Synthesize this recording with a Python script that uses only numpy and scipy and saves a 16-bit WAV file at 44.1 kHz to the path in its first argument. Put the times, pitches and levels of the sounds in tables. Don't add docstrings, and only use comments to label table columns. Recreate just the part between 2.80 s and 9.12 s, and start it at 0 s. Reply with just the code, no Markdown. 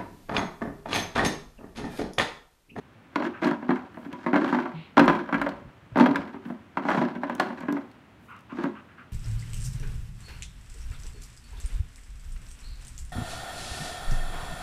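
import sys
import numpy as np
from scipy import signal
from scipy.fft import rfft, irfft, next_fast_len
from scipy.io import wavfile

SR = 44100
rng = np.random.default_rng(int(sys.argv[2]) if len(sys.argv) > 2 else 0)


def dump(signal):
    limited = np.clip(np.atleast_2d(signal).T, -1, 1)
    pcm = np.round(limited * 32767).astype(np.int16)
    wavfile.write(sys.argv[1], SR, pcm)


N = 278712
TIME_S = np.arange(N) / SR
BLOW_S = TIME_S[:5200]
FIRM_KNOCK_DB = -15
CRACK_T60_S = 0.034

# (time [s], relative clack [dB], relative thump [dB], clack centre [Hz], thump pitch [Hz])
KNOCKS = [(0.358, -12.5, -23, 900, 297), (0.402, -21, -25, 700, 309), (0.422, -20, -35, 1060, 278),
          (0.624, -18.5, -22, 875, 350), (0.655, -20, -19.5, 1000, 296), (0.673, -18, -25, 970, 342),
          (0.713, -18.5, -24.5, 950, 222), (0.826, -28, -29.5, 770, 257), (0.891, -16.5, -15.5, 710, 255),
          (0.906, -15.5, -35, 980, 258), (0.958, -24.5, -41, 1400, 245), (1.172, -29.5, -37, 560, 245),
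          (1.261, -45.5, -33, 920, 263), (1.331, -30.5, -33.5, 990, 246), (1.463, -16, -21.5, 960, 250),
          (1.531, -14.5, -16, 875, 281), (1.541, -13.5, -27, 950, 272), (1.558, -11, -14.5, 900, 295),
          (1.617, -19.5, -21.5, 886, 329), (1.645, -18, -29, 980, 262), (1.726, -13.5, -19.5, 1000, 260),
          (1.746, -16, -25.5, 1010, 268), (1.787, -16.5, -32, 940, 300), (1.857, -21, -34, 1000, 248),
          (2.17, -6.5, -17, 920, 281), (2.178, -3, -11.5, 960, 289.4), (2.194, -3, -16, 1300, 287),
          (2.212, -21, -12, 920, 262.5), (2.279, -5.5, -17, 1100, 258), (2.297, -9, -18.5, 1010, 256),
          (2.35, -21.5, -36, 1100, 249), (2.49, -22, -39, 946, 253), (2.526, -14.5, -22, 1060, 267.4),
          (2.543, -12.5, -22, 1400, 237), (2.615, -14, -29, 1470, 274), (2.664, -15, -31, 735, 279),
          (3.158, -15.5, -21.5, 760, 276), (3.171, -11.5, -18.5, 740, 269), (3.187, -14.5, -22.5, 900, 268),
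          (3.198, -9.5, -19.5, 760, 240), (3.207, -9, -8, 610, 254), (3.237, -15.5, -24.5, 900, 256),
          (3.259, -9, -25, 800, 267), (3.287, -21.5, -18.5, 600, 273), (3.346, -23, -41, 900, 282),
          (3.358, -13.5, -25.5, 1530, 276), (3.392, -36, -30.5, 600, 229), (3.543, -32.5, -34, 860, 285),
          (3.659, -42, -30.5, 910, 214), (3.701, -27.5, -30, 590, 235), (3.971, -13.5, -30.5, 980, 264),
          (4.052, -20.5, -24.5, 760, 265), (4.086, -11, -32, 950, 212), (4.104, -14.5, -32, 1200, 235),
          (4.114, -14, -28, 1000, 228), (4.146, -15.5, -27.5, 760, 270), (4.175, -16.5, -18, 980, 229),
          (4.215, -14, -20.5, 610, 243), (4.36, -29.5, -29, 900, 248), (4.434, -16.5, -28.5, 980, 281),
          (4.497, -17.5, -32, 1070, 236), (4.597, -9, -28, 900, 281), (4.703, -25, -32.5, 780, 247),
          (4.832, -28.5, -33, 990, 228), (4.884, -20, -21, 1020, 290), (4.925, -27.5, -24, 920, 276),
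          (4.968, -24.5, -31.5, 940, 290), (5.724, -43, -31, 900, 258), (5.785, -30.5, -26.5, 1300, 330),
          (5.84, -21.5, -20, 980, 272.4)]
# (start [s], length [s], level [dB])
SLIDES = [(0.42, 0.068, -47.5), (0.61, 0.092, -43), (0.93, 0.066, -56.5), (1.34, 0.2, -58.5),
          (1.52, 0.34, -51), (4.02, 0.25, -45), (4.76, 0.085, -55.5), (5.7, 0.22, -55.5)]
# (frequency [Hz], relative density [dB])
CRACK_SPECTRUM = [(300, -42.5), (1900, 12), (4300, 6.5), (5200, -1), (8000, -12), (11000, -20.5),
                  (16000, -28)]


def knocks(clack_gain_db=-10.0, thump_gain_db=-2.5, firm_crack_db=-51.5):
    out = np.zeros(N)
    for start_s, wall_db, body_db, centre_hz, thump_hz in KNOCKS:
        softness = np.clip((body_db - wall_db + 15.5) / 16, 0, 1.3)
        contacts = chatter(softness)
        crack_db = firm_crack_db + 1.7 * (wall_db - FIRM_KNOCK_DB) + 1.5 * softness
        layers = [(wall_db + clack_gain_db, clack(centre_hz)), (crack_db, crack(CRACK_T60_S, snap=0.34))]
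        for db, response in layers:
            add(out, start_s, from_db(db) * unit_attack(signal.fftconvolve(contacts, response)))
        add(out, start_s, from_db(body_db + thump_gain_db) * thump(thump_hz))
    return out


def chatter(softness, length_s=0.024, bounce_db=-10.0, count=5):
    contacts = np.zeros(len(BLOW_S))
    contacts[0] = 1
    delays_s = length_s * rng.uniform(0.1087, 1, count)
    contacts[(delays_s * SR).astype(int)] = softness * from_db(bounce_db) * rng.standard_normal(count)
    return contacts


def clack(centre_hz, crowd_db=1.5):
    # (frequency [Hz], relative level [dB], t60 [s])
    wall_modes = [(564.5, 2, 0.12), (623, -0.5, .06), (928.6, 6.5, 0.067), (1010, 4.5, 0.067),
                  (1132, 5, 0.039), (1400, 3, 0.05), (1515, 2, 0.063), (1640, 5, 0.056), (2071, 4, 0.032),
                  (3244, -7.5, 0.076), (4030, -7.5, 0.046), (5700, -13, 0.031)]
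    # (frequency [Hz], relative density [dB])
    crowd_spectrum = [(100, -55.5), (450, 0.5), (600, 3.5), (1000, 2), (1700, -1.5), (2200, -4.5),
                      (3000, -12.5), (4400, -33), (6500, -27.5)]
    wall = ring(wall_modes, scatter_db=3.5, detune=0.022, flip_chance=0.5)
    wall += from_db(crowd_db) * burst(crowd_spectrum, t60_s=0.064)
    # (frequency [Hz], gain [dB])
    contact = [(60, -26), (centre_hz / 3, -8.5), (centre_hz, 0),
               (centre_hz * 3, -8.5), (centre_hz * 10, -24)]
    return unit_attack(coloured(wall, contact))


def thump(pitch_hz):
    # (ratio to pitch, relative level [dB], t60 [s])
    bottle_modes = [(0.801, -12, 0.056), (1, 1, .075), (1.33, -12, 0.088)]
    modes = [(pitch_hz * ratio, db, t60_s) for ratio, db, t60_s in bottle_modes]
    return unit_attack(band(ring(modes, scatter_db=3.0, detune=0.017), 165, 413, order=3))


def crack(t60_s, snap, top_hz=7000):
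    lowpass = signal.butter(1, top_hz, fs=SR)
    return unit_attack(signal.lfilter(*lowpass, burst(CRACK_SPECTRUM, t60_s, snap)))


def treats(gain_db=-3.5, thump_db=0.5, crack_db=-15.5, spots=10):
    hits = agitation() * impulses(per_s=160)
    spot = rng.integers(0, spots, N)
    out = np.zeros(N)
    for k, (centre_hz, thump_hz) in enumerate(np.geomspace((600, 200), (2400, 350), spots)):
        response = clack(centre_hz) + from_db(crack_db) * crack(t60_s=0.046, snap=0.8)
        response += from_db(thump_db) * thump(thump_hz)
        out += signal.oaconvolve(hits * (spot == k), response / np.linalg.norm(response))[:N]
    return from_db(gain_db) * out


def agitation(lead_in_s=0.043, lead_in_db=-39.5, firm_toss_db=-34.5, tumble_db=20.5):
    power = (from_db(tumble_db) * swells(SLIDES)) ** 2
    lead_in = from_db(lead_in_db) * np.linspace(0, 1, int(lead_in_s * SR))
    settle = decay(TIME_S[:SR], t60_s=0.6)
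    for knock_s, wall_db, *_ in KNOCKS:
        toss = from_db(firm_toss_db + 0.95 * (wall_db - FIRM_KNOCK_DB)) * settle
        add(power, knock_s - lead_in_s, np.concatenate([lead_in, toss]) ** 2)
    return np.sqrt(power)


def buckles(gain_db=-0.5):
    # (time [s], relative level [dB], dent size [0-1])
    dents = [(0.358, -38, 0.9), (0.646, -38.5, 1), (0.675, -54, .1), (0.711, -46, 0.7),
             (1.329, -47.5, 0.67), (1.645, -43, 0.96), (1.683, -58, 0.55), (1.748, -49, .7),
             (2.178, -40, .7), (2.195, -32.5, 0.65), (2.2583, -53, .1), (2.279, -38, 0.7),
             (2.616, -49.5, 0), (2.691, -46, 0.68), (3.179, -46, 0.58), (3.199, -37, 0.74),
             (3.21, -35, 0.9), (3.263, -42, 0.8), (3.312, -46, .8), (3.3582, -37, 0.66), (4.103, -55, .4),
             (4.434, -59, 0.53), (4.497, -58, 0.3), (4.551, -50, 0.2), (4.599, -29, 0.67), (4.8064, -59, 0),
             (4.925, -49.5, 0.1), (5.115, -61.5, 0.6), (5.565, -67, 0), (5.5905, -67, 0), (5.607, -68, 0.1),
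             (5.838, -48.5, 0.65)]
    # (frequency [Hz], relative density [dB])
    tick_spectrum = [(500, -42), (3000, -5), (6000, -6.5), (9000, -9.5), (16000, -18.5)]
    out = np.zeros(N)
    for start_s, db, size in dents:
        large = size ** 2 * burst(CRACK_SPECTRUM, CRACK_T60_S, snap=0.62)
        small = (1 - size) ** 2 * burst(tick_spectrum, t60_s=0.017, snap=0.47)
        add(out, start_s, from_db(db + gain_db) * unit_attack(large + small))
    return out


def frame():
    # (time [s], level [dB])
    jolts = [(2.18, -33.5), (2.281, -37), (3.203, -41), (3.297, -37), (4.175, -36.5)]
    # (frequency [Hz], relative density [dB])
    thud_spectrum = [(30, -40), (85, -18), (130, 10), (175, 5.5), (400, -17), (3000, -88)]
    out = np.zeros(N)
    fade = np.linspace(1, 0, len(BLOW_S))
    for start_s, db in jolts:
        add(out, start_s, from_db(db) * burst(thud_spectrum, t60_s=0.072) * fade)
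    return out


def slides():
    # (frequency [Hz], relative density [dB])
    hiss_spectrum = [(1000, 13.5), (2500, 8), (6500, -3.5), (9000, -13), (16000, -29)]
    return unit_rms(coloured(impulses(per_s=1300), hiss_spectrum)) * swells(SLIDES)


def snuffles(muzzle_hz=2350, muzzle_db=-9.0):
    # (start [s], length [s], level [dB], nasal resonance [Hz])
    puffs = [(0.531, 0.086, -44, 1400), (1.932, 0.21, -59, 3440), (1.944, 0.2, -56, 2440),
             (5.481, 0.14, -47, 1210), (5.694, 0.07, -45.5, 1150), (5.948, 0.08, -47, 1250),
             (6.081, 0.083, -57, 1423), (6.173, 0.08, -48.5, 1390)]
    out = np.zeros(N)
    for start_s, length_s, db, nose_hz in puffs:
        envelope = swell(length_s)
        air = rng.standard_normal(len(envelope))
        nose, muzzle = (unit_rms(band(air, hz / 1.22, hz * 1.22, order=3)) for hz in (nose_hz, muzzle_hz))
        add(out, start_s, from_db(db) * envelope * (nose + from_db(muzzle_db) * muzzle))
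    return out


def fur():
    # (start [s], length [s], level [dB])
    strokes = [(1.1, 0.23, -74), (3.63, 0.12, -73), (5.39, 0.16, -73)]
    return unit_rms(band(impulses(per_s=1500), 5370, 15200)) * swells(strokes)


def hum(start_s=1.937, length_s=0.1, pitch_hz=161, level_db=-36):
    out = np.zeros(N)
    envelope = swell(length_s)
    tone = np.sqrt(2) * np.sin(2 * np.pi * pitch_hz * TIME_S[:len(envelope)])
    add(out, start_s, from_db(level_db) * envelope * tone)
    return out


def reverb(x, wet_db=-12.0, onset_s=0.0034, build_s=0.0067):
    # (frequency [Hz], relative level [dB])
    colour = [(200, 9.5), (2000, -6), (5000, -1), (12000, -6)]
    # (frequency [Hz], t60 [s])
    decay_times = [(120, 0.18), (320, 0.32), (900, 0.49), (2200, 0.38), (6000, 0.37), (14000, 0.46)]
    t = TIME_S[:SR * 3 // 4]
    edges_hz = np.geomspace(80, 16000, 9)
    tail = np.zeros(len(t))
    for low_hz, high_hz in zip(edges_hz, edges_hz[1:]):
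        mid_hz = np.sqrt(low_hz * high_hz)
        noise = band(rng.standard_normal(len(t)), low_hz, high_hz)
        tail += from_db(at_hz(colour, mid_hz)) * noise * decay(t, at_hz(decay_times, mid_hz))
    tail *= np.clip((t - onset_s) / build_s, 0, 1)
    return from_db(wet_db) * signal.oaconvolve(x, tail / np.linalg.norm(tail))[:N]


def handling(gain_db=4):
    # (start [s], length [s], relative level [dB])
    bumps = [(2.16, 0.28, -47.5), (2.532, 0.16, -49), (2.715, 0.15, -53.5), (2.845, 0.059, -48.5),
             (3.02, 0.056, -55), (3.118, 0.054, -42), (3.377, 0.054, -48)]
    # (frequency [Hz], relative density [dB])
    rumble_spectrum = [(20, -47), (45, 14.5), (70, -5), (110, 8.5), (180, 4), (400, -66)]
    rumble = unit_rms(coloured(rng.standard_normal(N), rumble_spectrum))
    return from_db(gain_db) * swells(bumps, skew=0.51) * rumble


def room_tone(level_db=-53.5):
    # (frequency [Hz], relative density [dB])
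    tone_spectrum = [(25, -39), (55, -15), (105, -5.5), (150, -12), (230, -8.5), (450, -20), (1300, -21),
                     (2800, -28.5), (4800, -41.5), (16000, -54.5)]
    return from_db(level_db) * unit_rms(coloured(rng.standard_normal(N), tone_spectrum))


def ring(modes, scatter_db, detune, flip_chance=0):
    hz, db, t60_s = np.transpose(modes)
    gain = from_db(db + scatter_db * rng.standard_normal(len(hz)))
    gain *= np.where(rng.random(len(hz)) < flip_chance, -1, 1)
    hz = hz * (1 + detune * rng.standard_normal(len(hz)))
    t60_s = t60_s * from_db(rng.normal(0, 1.0))
    waves = np.sin(2 * np.pi * hz[:, None] * BLOW_S)
    return unit_attack(gain @ (waves * decay(BLOW_S, t60_s[:, None])))


def burst(spectrum, t60_s, snap=0.0):
    crowd = rng.standard_normal(len(BLOW_S)) * decay(BLOW_S, t60_s)
    crowd[0] += snap * np.linalg.norm(crowd)
    return unit_attack(coloured(crowd, spectrum))


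def impulses(per_s, spread_db=3.0):
    sizes = from_db(spread_db * np.minimum(rng.exponential(1, N), 3))
    signs = rng.choice([-1, 1], N)
    return unit_rms(sizes * signs * (rng.random(N) < per_s / SR))


def swell(length_s):
    return np.sin(np.pi * np.linspace(0, 1, int(length_s * SR), endpoint=False) ** 0.54)


def swells(rows, skew=0.95):
    return sum(from_db(db) * np.sin(np.pi * np.clip((TIME_S - start_s) / length_s, 0, 1) ** skew)
               for start_s, length_s, db in rows)


def decay(t, t60_s):
    return np.exp(-np.log(1000) * t / t60_s)


def coloured(x, spectrum):
    size = 2 * next_fast_len(len(x) // 2 + 1024)
    gain = from_db(at_hz(spectrum, np.fft.rfftfreq(size, 1 / SR)))
    cepstrum = irfft(np.log(gain))
    cepstrum[1:size // 2] *= 2
    cepstrum[size // 2 + 1:] = 0
    return irfft(rfft(x, size) * np.exp(rfft(cepstrum)))[:len(x)]


def band(x, low_hz, high_hz, order=2):
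    return signal.sosfilt(signal.butter(order, [low_hz, high_hz], "band", fs=SR, output="sos"), x)


def at_hz(points, hz):
    table_hz, values = np.transpose(points)
    return np.interp(np.log(np.maximum(hz, 1)), np.log(table_hz), values)


def from_db(db):
    return 10 ** (np.asarray(db) / 20)


def unit_rms(x):
    return x / np.sqrt(np.mean(x ** 2) + 1e-20)


def unit_attack(x):
    return x / np.sqrt(np.mean(x[:512] ** 2) + 1e-20)


def add(out, start_s, sound):
    start = max(round(start_s * SR), 0)
    out[start:start + len(sound)] += sound[:N - start]


def scene():
    direct = knocks() + frame() + buckles() + treats() + slides() + fur() + snuffles()
    background = room_tone() + handling() + hum()
    return (direct + reverb(direct) + background)[None]


def record(dry, low_hz=38, high_hz=15750):
    rounded = 1.284 * np.tanh(dry / 1.313)
    lean = signal.sosfilt(signal.butter(2, low_hz, "high", fs=SR, output="sos"), rounded)
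    return signal.sosfilt(signal.ellip(10, 0.1, 80, high_hz, fs=SR, output="sos"), lean)


dry = scene()
out = record(dry)
dump(out)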